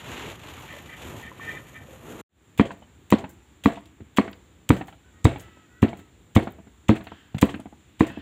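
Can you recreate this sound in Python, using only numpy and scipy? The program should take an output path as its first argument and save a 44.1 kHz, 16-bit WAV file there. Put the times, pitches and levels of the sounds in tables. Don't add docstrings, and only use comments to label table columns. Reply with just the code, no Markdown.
import sys
import numpy as np
from scipy import signal
from scipy.fft import rfft, irfft
from scipy.io import wavfile
from scipy.ndimage import uniform_filter1d

SR = 44100
rng = np.random.default_rng(int(sys.argv[2]) if len(sys.argv) > 2 else 0)


def log_audio(samples):
    frames = np.atleast_2d(samples).T
    limited = np.clip(frames, -1, 1)
    pcm = np.round(limited * 32767).astype(np.int16)
    wavfile.write(sys.argv[1], SR, pcm)


def nominal_scale(level):
    x = np.asarray(level, float) / 20
    return 10 ** x


N = 362061
T = np.arange(N) / SR

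# (frequency [Hz], density [dB per Hz])
ROOM_SPECTRUM = [(15, -65), (25, -27), (60, 8), (154, -8.5), (313, -7.5), (584, -21), (831, -20),
                 (1390, -22.5), (1880, -22.5), (3700, -26), (4990, -40), (6400, -35), (7250, -25.5),
                 (7900, -34.5), (10000, -41), (12800, -44.5), (15400, -32), (15650, -70)]
ROOM_TONE_DB = -53
ROOM_BACK_S, ROOM_BACK_FROM_DB, ROOM_BACK_TIME_S = 2.293, -31, 0.059
ECHO_T60_S, ECHO_DB = 0.37, -15

# (time [s], pitch [Hz], level [dB])
CROW = [(5.12, 615, -89), (5.14, 628, -70), (5.2, 625, -72), (5.38, 673, -89), (5.44, 666, -65),
        (5.56, 647, -66), (5.65, 642, -67), (5.67, 600, -77), (5.7, 630, -80), (5.72, 645, -68),
        (5.8, 650, -68), (5.95, 662, -70), (6.08, 645, -71), (6.13, 644, -101)]
# (harmonic [number], level [dB])
CROW_HARMONICS = [(2, 4.5), (3, 4.5), (4, -5.5), (5, -22.5), (6, -27)]
# (start [s], end [s], pitch [Hz], level [dB])
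PEEPS = [(5.03, 5.125, 1500, -65), (5.13, 5.18, 1480, -68), (5.68, 5.75, 1450, -65),
         (5.735, 5.82, 1490, -62), (2.815, 2.85, 3020, -58), (8.075, 8.127, 1850, -47),
         (8.073, 8.18, 2630, -55)]

# (frequency [Hz], density [dB per Hz])
SCRUB_SPECTRUM = [(15, -52), (25, -34), (48, 5.5), (135, 1.5), (202, -4.5), (339, -5.5), (831, -14),
                  (1510, -18.5), (2820, -16), (4990, -24.5), (6200, -11.5), (6950, -4.5), (7800, -11),
                  (10000, -12.5), (13300, -7.5), (15350, -18), (15750, -67)]
# (start [s], held [s], pressure over idle rubbing [dB])
STROKES = [(0.11, 0.16, 12), (0.45, 0.063, 3.5), (0.57, 0.12, 3), (0.72, 0.09, 4), (1.04, 0.082, 13),
           (1.2, 0.013, 6), (1.45, 0.1, 9), (1.76, 0.03, -2), (2.1, 0.025, 14), (2.2, 0.03, 13)]
# (start [s], held [s], level [dB])
BITES = [(0.695, 0.04, -43.5), (0.77, 0.022, -48.5), (0.9, 0.014, -44.5), (0.93, 0.014, -41.5),
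         (1.235, 0.048, -43.5), (1.412, 0.165, -42.5), (1.48, 0.031, -36.5), (1.57, 0.0058, -39.5),
         (1.66, 0.023, -51), (1.757, 0.0074, -41.5), (1.8, 0.022, -49), (1.91, 0.02, -55)]
# (frequency [Hz], width [Hz], level [dB])
POT_MODES = [(1254, 25, -14), (1550, 50, -14), (1825, 40, 1), (1890, 60, -2), (1965, 55, -1),
             (2150, 90, -13), (2340, 70, -5), (2470, 80, -14), (3080, 45, -14), (3210, 50, -15),
             (3600, 80, -19)]
# (time [s], peak [dB], pitch [Hz], t60 [s])
POT_TAPS = [(0.452, -50, 990, 0.08), (0.578, -47, 1200, 0.06), (0.6, -50, 1050, 0.08),
            (0.635, -49, 900, 0.2), (0.735, -46, 570, 0.15), (0.77, -47, 590, 0.12),
            (0.77, -52, 3150, 0.08), (1.197, -46, 2250, .035), (1.316, -41, 1020, 0.039),
            (1.397, -39, 1120, 0.03), (1.885, -48, 530, 0.2), (1.93, -49, 520, .15), (0.31, -47, 560, .12)]
# (level [dB], share of pressure [dB per dB], drift [dB/s])
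RUMBLE = (-45.5, 0.79, -0.62)
# (level [dB], share of pressure [dB per dB], drift [dB/s])
BRISTLES = (-46, 0.66, -6)
# (level [dB], share of pressure [dB per dB], drift [dB/s])
FINE_HISS = (-61, 0.51, -1.27)
STROKE_RISE_DB_S, STROKE_FALL_DB_S = 123, 113
BITE_RISE_DB_S, BITE_FALL_DB_S, BITE_IDLE_DB = 502, 330, -56.5
SCRUB_END_S = 2.215

# (time [s], peak [dB], pitch [Hz])
TICKS = [(0.4389, -53, 11480), (0.594, -48, 12000), (0.6004, -46, 12800), (0.7277, -45, 12800),
         (0.825, -47, 10800), (1.2276, -43.5, 12800), (2.7347, -55, 15300), (2.7741, -64, 15300),
         (2.7896, -58, 15300), (3.1954, -58, 10600), (3.2934, -43, 14800), (3.3044, -48, 14900),
         (3.3353, -54, 10400), (3.6506, -38, 15300), (3.7344, -54, 9160), (3.8072, -55, 9240),
         (3.8571, -52.5, 11500), (4.2986, -56, 15200), (4.3141, -42, 15200), (4.355, -59, 15000),
         (4.8604, -51, 14900), (5.2744, -54.5, 9050), (5.3847, -45, 15300), (5.4104, -44, 11600),
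         (5.4194, -44, 14800), (5.4274, -52, 9480), (5.9748, -55, 15100), (5.9958, -49, 15100),
         (6.3959, -44.5, 9200), (6.4261, -52, 9540), (6.4394, -56, 15400), (6.5066, -50, 15200),
         (6.5211, -41, 15200), (6.9244, -56, 9000), (7.0389, -48, 15300), (7.3467, -52, 15200),
         (7.3667, -50, 14900), (7.4034, -46, 9300), (7.454, -39, 13400), (7.5592, -52, 9990),
         (7.6001, -41.5, 9000), (8.0431, -45, 15100), (8.1174, -53, 11500), (8.1873, -54, 15200)]
# (time [s], peak [dB], pitch [Hz])
SMACKS = [(3.646, -33, 2850), (3.838, -60, 3630), (3.857, -48, 3070), (4.2756, -49, 3300),
          (4.3299, -37, 3000), (7.0677, -58, 3300), (7.3471, -39.5, 2940), (7.99, -56, 3030),
          (8.13, -51, 2670), (2.7065, -30, 950), (7.1175, -29, 796)]
TICK_T60_S, SMACK_T60_S = 0.016, 0.028

# (frequency [Hz], density [dB per Hz])
CRACKLE_SPECTRUM = [(2650, -36), (4500, -8.5), (5410, -13.5), (6540, -3.5), (7370, -2.5), (8820, -7.5),
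                    (9690, -13.5), (11000, -22), (14300, -51), (22000, -120)]
# (time [s], peak [dB], lower crackle [dB], upper crackle [dB], t60 [s])
CRUSHES = [(2.577, -45, 9, 7, 0.046), (2.5887, -49.5, 19, -14, 0.076), (3.1035, -38.5, 8.5, 11.5, 0.019),
           (3.1158, -36, 7, -20, 0.025), (3.1313, -44, 11, -15, 0.028), (3.6375, -44.5, 10.5, 2, 0.19),
           (4.165, -45, 8, 7, 0.034), (4.1715, -34.5, 16, 0, 0.04), (4.6908, -25.5, 4, 1, 0.023),
           (5.244, -27, -2.5, -5, 0.041), (5.8202, -43, 11, 4, 0.059), (6.351, -35.5, 7.5, 4, 0.068),
           (6.8841, -39, 12, -3, 0.082), (7.3828, -45, 14.5, -1, 0.036), (7.4135, -30.5, 0, 6, 0.035),
           (7.421, -36, 16, -13, 0.033), (7.9947, -46, 10, -1, 0.15)]
# (time [s], peak [dB], lower crackle [dB], upper crackle [dB])
PEELS = [(2.655, -51.5, 4, -8), (2.7154, -58, -2, -8), (3.293, -56, -16, 6), (3.756, -66.5, 23.5, -22),
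         (3.855, -64, 8, -5.5), (4.2418, -58, 9, -21), (4.7637, -50.5, 7, 1), (4.872, -56, 6, 4),
         (5.395, -48, 1.5, 0), (5.9706, -60.5, 4, 4), (5.9964, -67, -9, -8), (6.43, -57, 6, 1),
         (6.9541, -51, -1, -1.5), (7.0434, -62, 13, 5), (7.3474, -64, 6, -14), (7.4544, -69, 1, -10),
         (7.4944, -49.5, 14, -6), (7.601, -62, 8, -10), (3.185, -51.5, 8, -6), (3.72, -55.5, 12, -8),
         (5.31, -62, 7, -10), (5.89, -59, 3, -7), (8.0662, -49.5, 5, 0)]
# (start [s], held [s], level [dB])
SLIDES = [(5.4, 0.025, -57), (7.12, 0.028, -54.5), (8.06, 0.15, -51.5)]
CRUSH_RISE_S, PEEL_RISE_S, PEEL_T60_S = 0.0021, 0.00082, 0.15
SLIDE_RISE_DB_S, SLIDE_FALL_DB_S = 219, 59

# (frequency [Hz], level [dB], t60 [s])
COUNTER_MODES = [(88, -9, 0.44), (98, -3, 0.1), (142.4, 16, 0.042)]
# (frequency [Hz], level [dB], t60 [s])
BOARD_MODES = [(207.9, 0, 0.09), (236.7, -5.5, 0.13), (274.8, 1.5, 0.1), (320.3, -5, 0.1),
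               (416, -11.5, 0.08), (490.4, -12.5, 0.08)]
# (time [s], peak [dB], weight [dB], clack [dB], pitch [Hz])
BOUNCES = [(2.706, -25, -9, -15.5, 924), (3.24, -24.5, -2, -19, 960), (3.772, -29, -7, -20, 704),
           (4.278, -31, 1, -14, 805), (4.81, -25, 0.5, -15, 805), (5.359, -26.5, -3, -15, 873),
           (5.93, -27.5, -4, -17, 690), (6.472, -23, -1, -17.5, 690), (6.959, -31.5, 3, -4.5, 696),
           (7.489, -26.5, 1, -13, 820), (8.099, -33, 1, -13, 693)]
# (time [s], peak [dB], weight [dB], clack [dB], pitch [Hz])
ROCKS = [(2.821, -40, -4, -20, 925), (4.004, -52, 21.5, -3.5, 635), (4.329, -58, -14, 2.5, 1290),
         (4.882, -34.5, -26.5, -8, 786), (4.926, -40.5, -27, -13, 1230), (5.483, -47.5, 6, -7, 870),
         (5.57, -47, 2, -15, 580), (5.99, -46, 8, -5, 690), (6.586, -36.5, -1.5, -28, 660),
         (6.67, -50, 12.5, -9, 750), (7.006, -34.5, 2, -10.5, 734), (7.069, -32.5, -4, -8, 740),
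         (7.118, -30, -1, -28, 673), (7.345, -31.5, 9, -14.5, 754), (7.368, -41, 2, -13.5, 600),
         (7.541, -30, 8.5, -8, 1570), (7.595, -33, 4, -23, 660), (7.657, -32.5, 4.5, -22, 746),
         (7.726, -39, 0, -24, 660), (8.173, -34, 12, -32, 650)]
# (time [s], peak [dB], pitch [Hz])
THUMPS = [(7.3455, -15.5, 145.8), (7.365, -22, 132), (7.562, -28, 305), (6.6, -35, 215), (4.012, -31, 84),
          (4.021, -38, 230)]
BOUNCE_BOOM_DB, ROCK_BOOM_DB = -24, -3.5

# (time [s], clatter [dB], knock [dB], meat push [dB])
BLOWS = [(2.596, -5, -6.5, -35), (3.124, -4.5, -4.5, -11), (3.658, -6, -4, -27), (4.1843, -8, -2, -25),
         (4.704, -4.5, -5.5, -24), (5.2526, -1.5, -10.5, -4), (5.8275, -6, -12, -21),
         (6.363, -2.5, -11, -10), (6.8922, -4, -9.5, -19), (7.427, -6, -6, -9), (8.007, -6, -6.5, -17)]
# (peak [dB], pitch [Hz], t60 [s], lead [s])
LOADS = [(-15.2, 167.0, 0.0691, 0.00732), (-18.6, 143.0, 0.0941, 0.00328), (-18.6, 156.0, 0.114, 0.00832),
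         (-13.8, 148.0, 0.0378, 0.003), (-2.11, 189.0, 0.134, 0.00698), (-1.76, 115.0, 0.0451, 0.00672),
         (-11.8, 104.0, 0.0997, 0.00779), (-6.06, 105.0, 0.0854, 0.00698), (-7.19, 116.0, 0.0951, 0.00487),
         (-13.3, 85.0, 0.0351, 0.00661), (-8.01, 138.0, 0.0267, 0.00432)]
# (peak [dB], lag [s], free swing [s], lowest mode [Hz], t60 [s])
SWINGS = [(2.08, 0.000854, 0.0241, 215.0, 0.152), (2.06, 0.000556, 0.0239, 213.0, 0.24),
          (0.535, 0.000963, 0.022, 222.0, 0.146), (-0.686, 0.000954, 0.0246, 213.0, 0.123),
          (4.82, 0.000743, 0.0222, 190.0, 0.225), (-1.17, 0.000884, 0.0331, 185.0, 0.0503),
          (0.545, 0.000876, 0.0274, 230.0, 0.0963), (0.94, 0.00107, 0.0258, 224.0, 0.0907),
          (0.667, 0.00139, 0.046, 224.0, 0.14), (2.79, 0.001, 0.0338, 211.0, 0.106),
          (1.9, 0.000953, 0.0414, 215.0, 0.057)]
# (frequency [Hz], level [dB], t60 [s])
SECOND_MODES = [(271.0, -2.83, 0.448), (271.0, -3.15, 0.3), (273.0, 1.1, 0.262), (269.0, 0.495, 0.127),
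                (262.0, 4.44, 0.0521), (254.0, -11.0, 0.6), (273.0, -7.74, 0.6), (260.0, -9.54, 0.347),
                (271.0, -9.13, 0.139), (278.0, 7.38, 0.0522), (272.0, 3.87, 0.066)]
# (frequency [Hz], level [dB], t60 [s])
THIRD_MODES = [(344.0, -1.62, 0.0519), (344.0, -1.49, 0.0742), (312.0, -17.7, 0.16), (343.0, -4.97, 0.04),
               (300.0, -3.4, 0.0866), (309.0, -9.17, 0.282), (363.0, -11.6, 0.0834), (323.0, -12.1, 0.558),
               (315.0, -9.33, 0.6), (387.0, -12.8, 0.285), (316.0, -2.48, 0.21)]
# (frequency [Hz], level [dB])
FOURTH_MODES = [(460, -11), (460, -8), (453, -6), (487, -14), (460, -14), (443, -8.5), (409, -18),
                (440, -21), (387, -15), (497, -5), (460, -5)]
# (frequency [Hz], level [dB], t60 [s])
EDGE_MODES = [(669, -11.5, 0.049), (993, 3.5, 0.039), (1136, 16.5, 0.013)]
# (frequency [Hz], level [dB], t60 [s])
KNOCK_MODES = [(1905, 6.3, 0.028), (2083, 19, 0.011), (2322, 13.5, 0.022), (3120, 1.5, 0.016),
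               (3780, 0.5, 0.029)]
# (frequency [Hz], density [dB per Hz])
CLATTER_SPECTRUM = [(210, -14.5), (350, 1.5), (532, -4.5), (656, -7.5), (735, -8.5), (1140, -21),
                    (1360, -16.5), (1960, -17), (2800, -22), (4400, -32), (5000, -62), (7370, -42),
                    (11800, -60), (15000, -51.5), (16500, -80)]
# (frequency [Hz], width [Hz], level [dB])
LOOSE_MODES = [(673, 23, 11.5), (898, 35, -1.5), (1180, 74, -27.5), (1810, 50, -23), (1910, 160, -29),
               (2360, 110, -23), (2700, 370, -24.5), (3140, 990, 3.5)]
LANDING_DB, RESTING_T60_S = -17.5, 0.2
COUNTER_RING_DB = -24
CLATTER_RISE_S = 0.0036
LIFT_S, LIFT_DB = 0.058, -29.5

# (frequency [Hz], width [Hz], level [dB])
MIC_PORT = (7350, 900, 4)
MIC_LOW_HZ, MIC_TOP_HZ = 72.8, 15800


def level(x, db=0):
    return x * nominal_scale(db) / np.sqrt(np.mean(x ** 2))


def colour(x, spectrum, lo_hz=1, hi_hz=SR):
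    f_hz = np.fft.rfftfreq(len(x), 1 / SR) + 1
    hz, db = np.transpose(spectrum)
    edges = 1 / np.sqrt((1 + (lo_hz / f_hz) ** 12) * (1 + (f_hz / hi_hz) ** 12))
    gain = nominal_scale(np.interp(np.log(f_hz), np.log(hz), db))
    return irfft(rfft(x) * gain * edges, len(x))


def walk(rate_hz):
    k = max(int(SR / rate_hz), 1)
    steps = np.repeat(rng.standard_normal(N // k + 1), k)
    return 0.86 * uniform_filter1d(uniform_filter1d(steps, k), k)[:N]


def ring(modes, drift=0.042, scatter_db=5.5, damp=1):
    hz, db, t60_s = np.transpose(modes)[:, :, None]
    balance, detune = rng.standard_normal((2, len(modes), 1))
    t = T[:SR // 3]
    fade = np.exp(-np.log(1000) * t * damp / t60_s)
    tones = np.sin(2 * np.pi * hz * (1 + drift * detune) * t)
    return np.sum(nominal_scale(db + scatter_db * balance) * fade * tones, axis=0)


def contact(x, ms):
    push = np.hanning(max(int(ms * SR / 1000), 3))
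    y = signal.fftconvolve(x, push)[:len(x)]
    return y / np.abs(y).max()


def add(out, s, x):
    i = int(s * SR)
    out[i:i + len(x)] += x[:N - i]


def burst(rise_s, t60_s):
    t = T[:SR // 2]
    return (1 - np.exp(-t / rise_s)) * np.exp(-np.log(1000) * t / t60_s)


def swells(rows, rise_db_s, fall_db_s):
    s, held_s, db = np.transpose(rows)[:, :, None]
    rise_db = rise_db_s * np.maximum(s - T, 0)
    fall_db = fall_db_s * np.maximum(T - s - held_s, 0)
    return np.max(db - rise_db - fall_db, axis=0)


def resonate(x, peaks):
    out = 0
    for hz, width_hz, db in peaks:
        peak = signal.iirpeak(hz, hz / (1.5 * width_hz), SR)
        out = out + nominal_scale(db) * level(signal.lfilter(*peak, signal.lfilter(*peak, x)))
    return level(out)


def chatter(per_s=900, sharpness=8.8):
    out = 0
    for hz in 330 * 2 ** np.arange(0, 5.6, 0.25):
        hits = rng.random(N) < per_s / SR
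        knocks = hits * rng.standard_normal(N) * nominal_scale(4 * walk(35))
        out = out + np.sqrt(hz) * level(signal.lfilter(*signal.iirpeak(hz, sharpness, SR), knocks))
    return level(out)


def kitchen():
    swell = walk(0.15)
    noise = rng.standard_normal(N)
    bands = np.zeros(N)
    for lo_hz in 18 * 2.0 ** (np.arange(20) / 2):
        flicker_db = 0.42 * swell + 2.0 * walk(6) + 0.96 * walk(45)
        bands += nominal_scale(flicker_db) * colour(noise, ROOM_SPECTRUM, lo_hz, np.sqrt(2) * lo_hz)
    back_db = ROOM_BACK_FROM_DB * np.exp(-np.maximum(T - ROOM_BACK_S, 0) / ROOM_BACK_TIME_S)
    return level(bands, ROOM_TONE_DB) * nominal_scale(back_db) * (T > ROOM_BACK_S)


def cockerel():
    s, hz, db = np.transpose(CROW)
    waver = 1 + 0.006 * walk(14) + 0.008 * walk(60)
    phase = 2 * np.pi * np.cumsum(np.interp(T, s, hz) * waver) / SR
    out = sum(nominal_scale(tone_db + 4.5 * walk(28)) * np.sin(k * phase) for k, tone_db in CROW_HARMONICS)
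    out *= nominal_scale(np.interp(T, s, db, left=-120, right=-120))
    for start_s, end_s, hz, db in PEEPS:
        gate = np.clip(np.minimum((T - start_s) / 0.018, (end_s - T) / 0.013), 0, 1)
        out += gate * nominal_scale(db) * resonate(rng.standard_normal(N), [(hz, 60, 0)])
    return out


def scrubbing():
    pressure_db = np.maximum(swells(STROKES, STROKE_RISE_DB_S, STROKE_FALL_DB_S), 0)
    rumble_db, brush_db, hiss_db = (db + share * pressure_db + drift_db_s * np.minimum(T, SCRUB_END_S)
                                    for db, share, drift_db_s in (RUMBLE, BRISTLES, FINE_HISS))
    grit = nominal_scale(2.6 * walk(250) + 1.5 * walk(60)) * rng.standard_normal(N)
    rub = level(colour(rng.standard_normal(N), SCRUB_SPECTRUM, 1, 1620))
    deep = colour(rub, [(20, 0), (20000, 0)], 1, 200)
    out = nominal_scale(rumble_db) * (rub - deep * (1 - nominal_scale(-0.4 * pressure_db)))
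    out *= nominal_scale(1.5 * walk(25))
    out += nominal_scale(brush_db + 1.0 * walk(26.7)) * level(colour(grit, SCRUB_SPECTRUM, 795, 3860))
    out += nominal_scale(hiss_db + 1.0 * walk(30)) * level(colour(grit, SCRUB_SPECTRUM, 4600))
    bite_db = np.maximum(swells(BITES, BITE_RISE_DB_S, BITE_FALL_DB_S), BITE_IDLE_DB)
    bite = nominal_scale(bite_db + 1 - 15 / (1 + nominal_scale(2 * (bite_db + 56))))
    out += bite * resonate(nominal_scale(0.53 * walk(180)) * rng.standard_normal(N), POT_MODES)
    for s, db, hz, t60_s in POT_TAPS:
        tap = ring([(hz, 0, t60_s), (1.07 * hz, -4, 0.5 * t60_s)], drift=0, scatter_db=0)
        add(out, s, nominal_scale(db + 8) * contact(tap, 0.6))
    return out * np.clip((SCRUB_END_S - T) / 0.0036, 0, 1)


def pops():
    out = np.zeros(N)
    for rows, t60_s, spread in ((TICKS, TICK_T60_S, 1.25), (SMACKS, SMACK_T60_S, 1.3)):
        for s, db, hz in rows:
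            edges_hz = [hz / spread, min(hz * spread, 15700)]
            band = signal.butter(2, edges_hz, "band", fs=SR, output="sos")
            pop = signal.sosfilt(band, rng.standard_normal(4000) * burst(0.0004, t60_s)[:4000])
            add(out, s - 0.0005, nominal_scale(db - 1.5) * pop / np.abs(pop).max())
    return out


def sheet():
    snaps = nominal_scale(2.5 * rng.exponential(size=N) + 2.5 * walk(500)) * rng.standard_normal(N)
    swarms = np.zeros((3, N))
    peels = [(*row, PEEL_T60_S) for row in PEELS]
    for rows, rise_s in ((CRUSHES, CRUSH_RISE_S), (peels, PEEL_RISE_S)):
        for s, db, lower_db, upper_db, t60_s in rows:
            swarm = burst(rise_s, t60_s)
            for part, part_db in zip(swarms, (lower_db - 5.5, -5.0, upper_db - 8.5)):
                add(part, s - 0.001, nominal_scale(db + part_db) * swarm / swarm.max())
    lower_spectrum = [(500, -4), (1200, -11.5), (2000, -3.5), (3300, -0.5), (4500, -12)]
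    lower = colour(snaps, lower_spectrum, 450, 3970)
    middle = colour(snaps, CRACKLE_SPECTRUM, 4700, 9600)
    upper = colour(snaps, [(9500, -5), (12500, -5), (14800, 0), (16000, -8)], 10500)
    out = sum(part * level(band) for part, band in zip(swarms, (lower, middle, upper)))
    slide = nominal_scale(swells(SLIDES, SLIDE_RISE_DB_S, SLIDE_FALL_DB_S))
    hiss_spectrum = [(1200, -0.5), (1700, 8.5), (2300, -3.0), (3100, 5.5), (4200, -9.0)]
    hiss = colour(rng.standard_normal(N), hiss_spectrum, 1100, 4400)
    return out + uniform_filter1d(slide, size=900) * level(hiss)


def board():
    out, clack, slap = np.zeros(N), np.zeros(N), np.zeros(N)
    for rows, boom_db in ((BOUNCES, BOUNCE_BOOM_DB), (ROCKS, ROCK_BOOM_DB)):
        for s, db, weight_db, clack_db, hz in rows:
            boom = contact(ring(COUNTER_MODES), 5.3)
            body = contact(ring(BOARD_MODES, scatter_db=4.0), 1.9)
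            knock = contact(ring([(hz, 0, 0.04), (657, -10, 0.09)], scatter_db=4), 0.6)
            add(out, s - 0.003, nominal_scale(db + weight_db + boom_db) * boom)
            add(out, s, -nominal_scale(db + weight_db + 1.5) * body)
            add(out, s, nominal_scale(db - 2.5) * knock)
            add(slap, s, nominal_scale(db - 8.0) * burst(0.001, 0.052))
            add(clack, s, nominal_scale(db + clack_db + 1.0) * burst(0.0011, 0.083))
    for s, db, hz in THUMPS:
        thump = ring([(hz, 0, 0.05), (1.4 * hz, -4, 0.04)], drift=0, scatter_db=-1)
        add(out, s, nominal_scale(db) * contact(thump, 1.45))
    grit = chatter(per_s=610)
    out += slap * level(colour(grit, CLATTER_SPECTRUM, 830, 1130))
    return out + clack * level(colour(grit, CLATTER_SPECTRUM, 1300, 4600))


def pestle():
    out, shake = np.zeros(N), np.zeros(N)
    t = T[:SR // 3]
    per_blow = zip(BLOWS, LOADS, SWINGS, SECOND_MODES, THIRD_MODES, FOURTH_MODES)
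    for blow, load, swing, second, third, fourth in per_blow:
        s, db, knock_db, push_db = blow
        load_db, load_hz, load_t60_s, lead_s = load
        swing_db, lag_s, held_s, low_hz, t60_s = swing

        give = contact(ring([(load_hz, 0, load_t60_s)], drift=0, scatter_db=0), 6.3)
        counter_modes = [(90.9, -7.5, 0.51), (103, -2.5, 0.13)]
        linger = contact(ring(counter_modes, drift=0.022, scatter_db=1.0), 7.8)
        add(out, s - lead_s, nominal_scale(load_db) * give)
        add(out, s - lead_s, nominal_scale(db + COUNTER_RING_DB) * linger)
        add(out, s - 0.0075, nominal_scale(db + push_db) * contact(ring(BOARD_MODES, damp=4.1), 7.6))

        landing = nominal_scale(LANDING_DB / (1 + np.exp((held_s - lag_s - t) / 0.0009)))
        landing *= nominal_scale(-60 * np.maximum(t - held_s, 0) / RESTING_T60_S)
        modes = [(low_hz, 0, t60_s), second, third, (*fourth, 0.1), (520, -20, 0.08), (380, -20, 0.1)]
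        add(out, s + lag_s, -nominal_scale(swing_db) * landing * contact(ring(modes, drift=0, scatter_db=0), 1.5))

        edge = contact(ring(EDGE_MODES, drift=0.03, scatter_db=4.5), 0.42)
        knock = contact(ring(KNOCK_MODES, drift=0.024, scatter_db=5.5), 0.33)
        add(out, s + 0.00047, nominal_scale(db + knock_db + 7.0) * edge)
        add(out, s + 0.00041, nominal_scale(db + knock_db + 3.5) * knock)

        clatter = burst(CLATTER_RISE_S, 0.13) + nominal_scale(-17.5) * burst(0.017, 0.47)
        add(shake, s, nominal_scale(db - 13.5) * clatter)
        add(shake, s + LIFT_S, nominal_scale(db + LIFT_DB) * burst(0.006, 0.077))
    grit = nominal_scale(3 * walk(60)) * chatter()
    rattle = resonate(shake * nominal_scale(6 * walk(130)) * rng.standard_normal(N), LOOSE_MODES)
    out += shake * level(colour(grit, CLATTER_SPECTRUM))
    return out + nominal_scale(-12.5) * np.sqrt(np.mean(shake ** 2)) * rattle


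def scene():
    work = pestle() + board() + sheet() + pops()
    t = T[:SR // 2]
    echo = rng.standard_normal(len(t)) * np.exp(-np.log(1000) * t / ECHO_T60_S) * (t > 0.004)
    echo = colour(echo, [(60, -5.0), (400, -11.5), (3000, -9.5), (8000, -5.5), (14000, -9)])
    room = signal.fftconvolve(work, echo / np.sqrt(np.sum(echo ** 2)))[:N]
    return (work + nominal_scale(ECHO_DB) * room + scrubbing() + kitchen() + cockerel())[None]


def low_pass(x):
    return signal.sosfilt(signal.butter(12, 16640, fs=SR, output="sos"), x)


def record(dry):
    hz, width_hz, db = MIC_PORT
    dry = dry + (nominal_scale(db) - 1) * signal.lfilter(*signal.iirpeak(hz, hz / width_hz, SR), dry)
    dry = signal.sosfilt(signal.butter(3, MIC_LOW_HZ, "high", fs=SR, output="sos"), dry)
    rounded = 1.024 * np.tanh(dry / 1.078)
    top = signal.ellip(8, 0.2, 50, MIC_TOP_HZ, fs=SR, output="sos")
    return low_pass(signal.sosfilt(top, rounded))


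dry = scene()
out = record(dry)
log_audio(out)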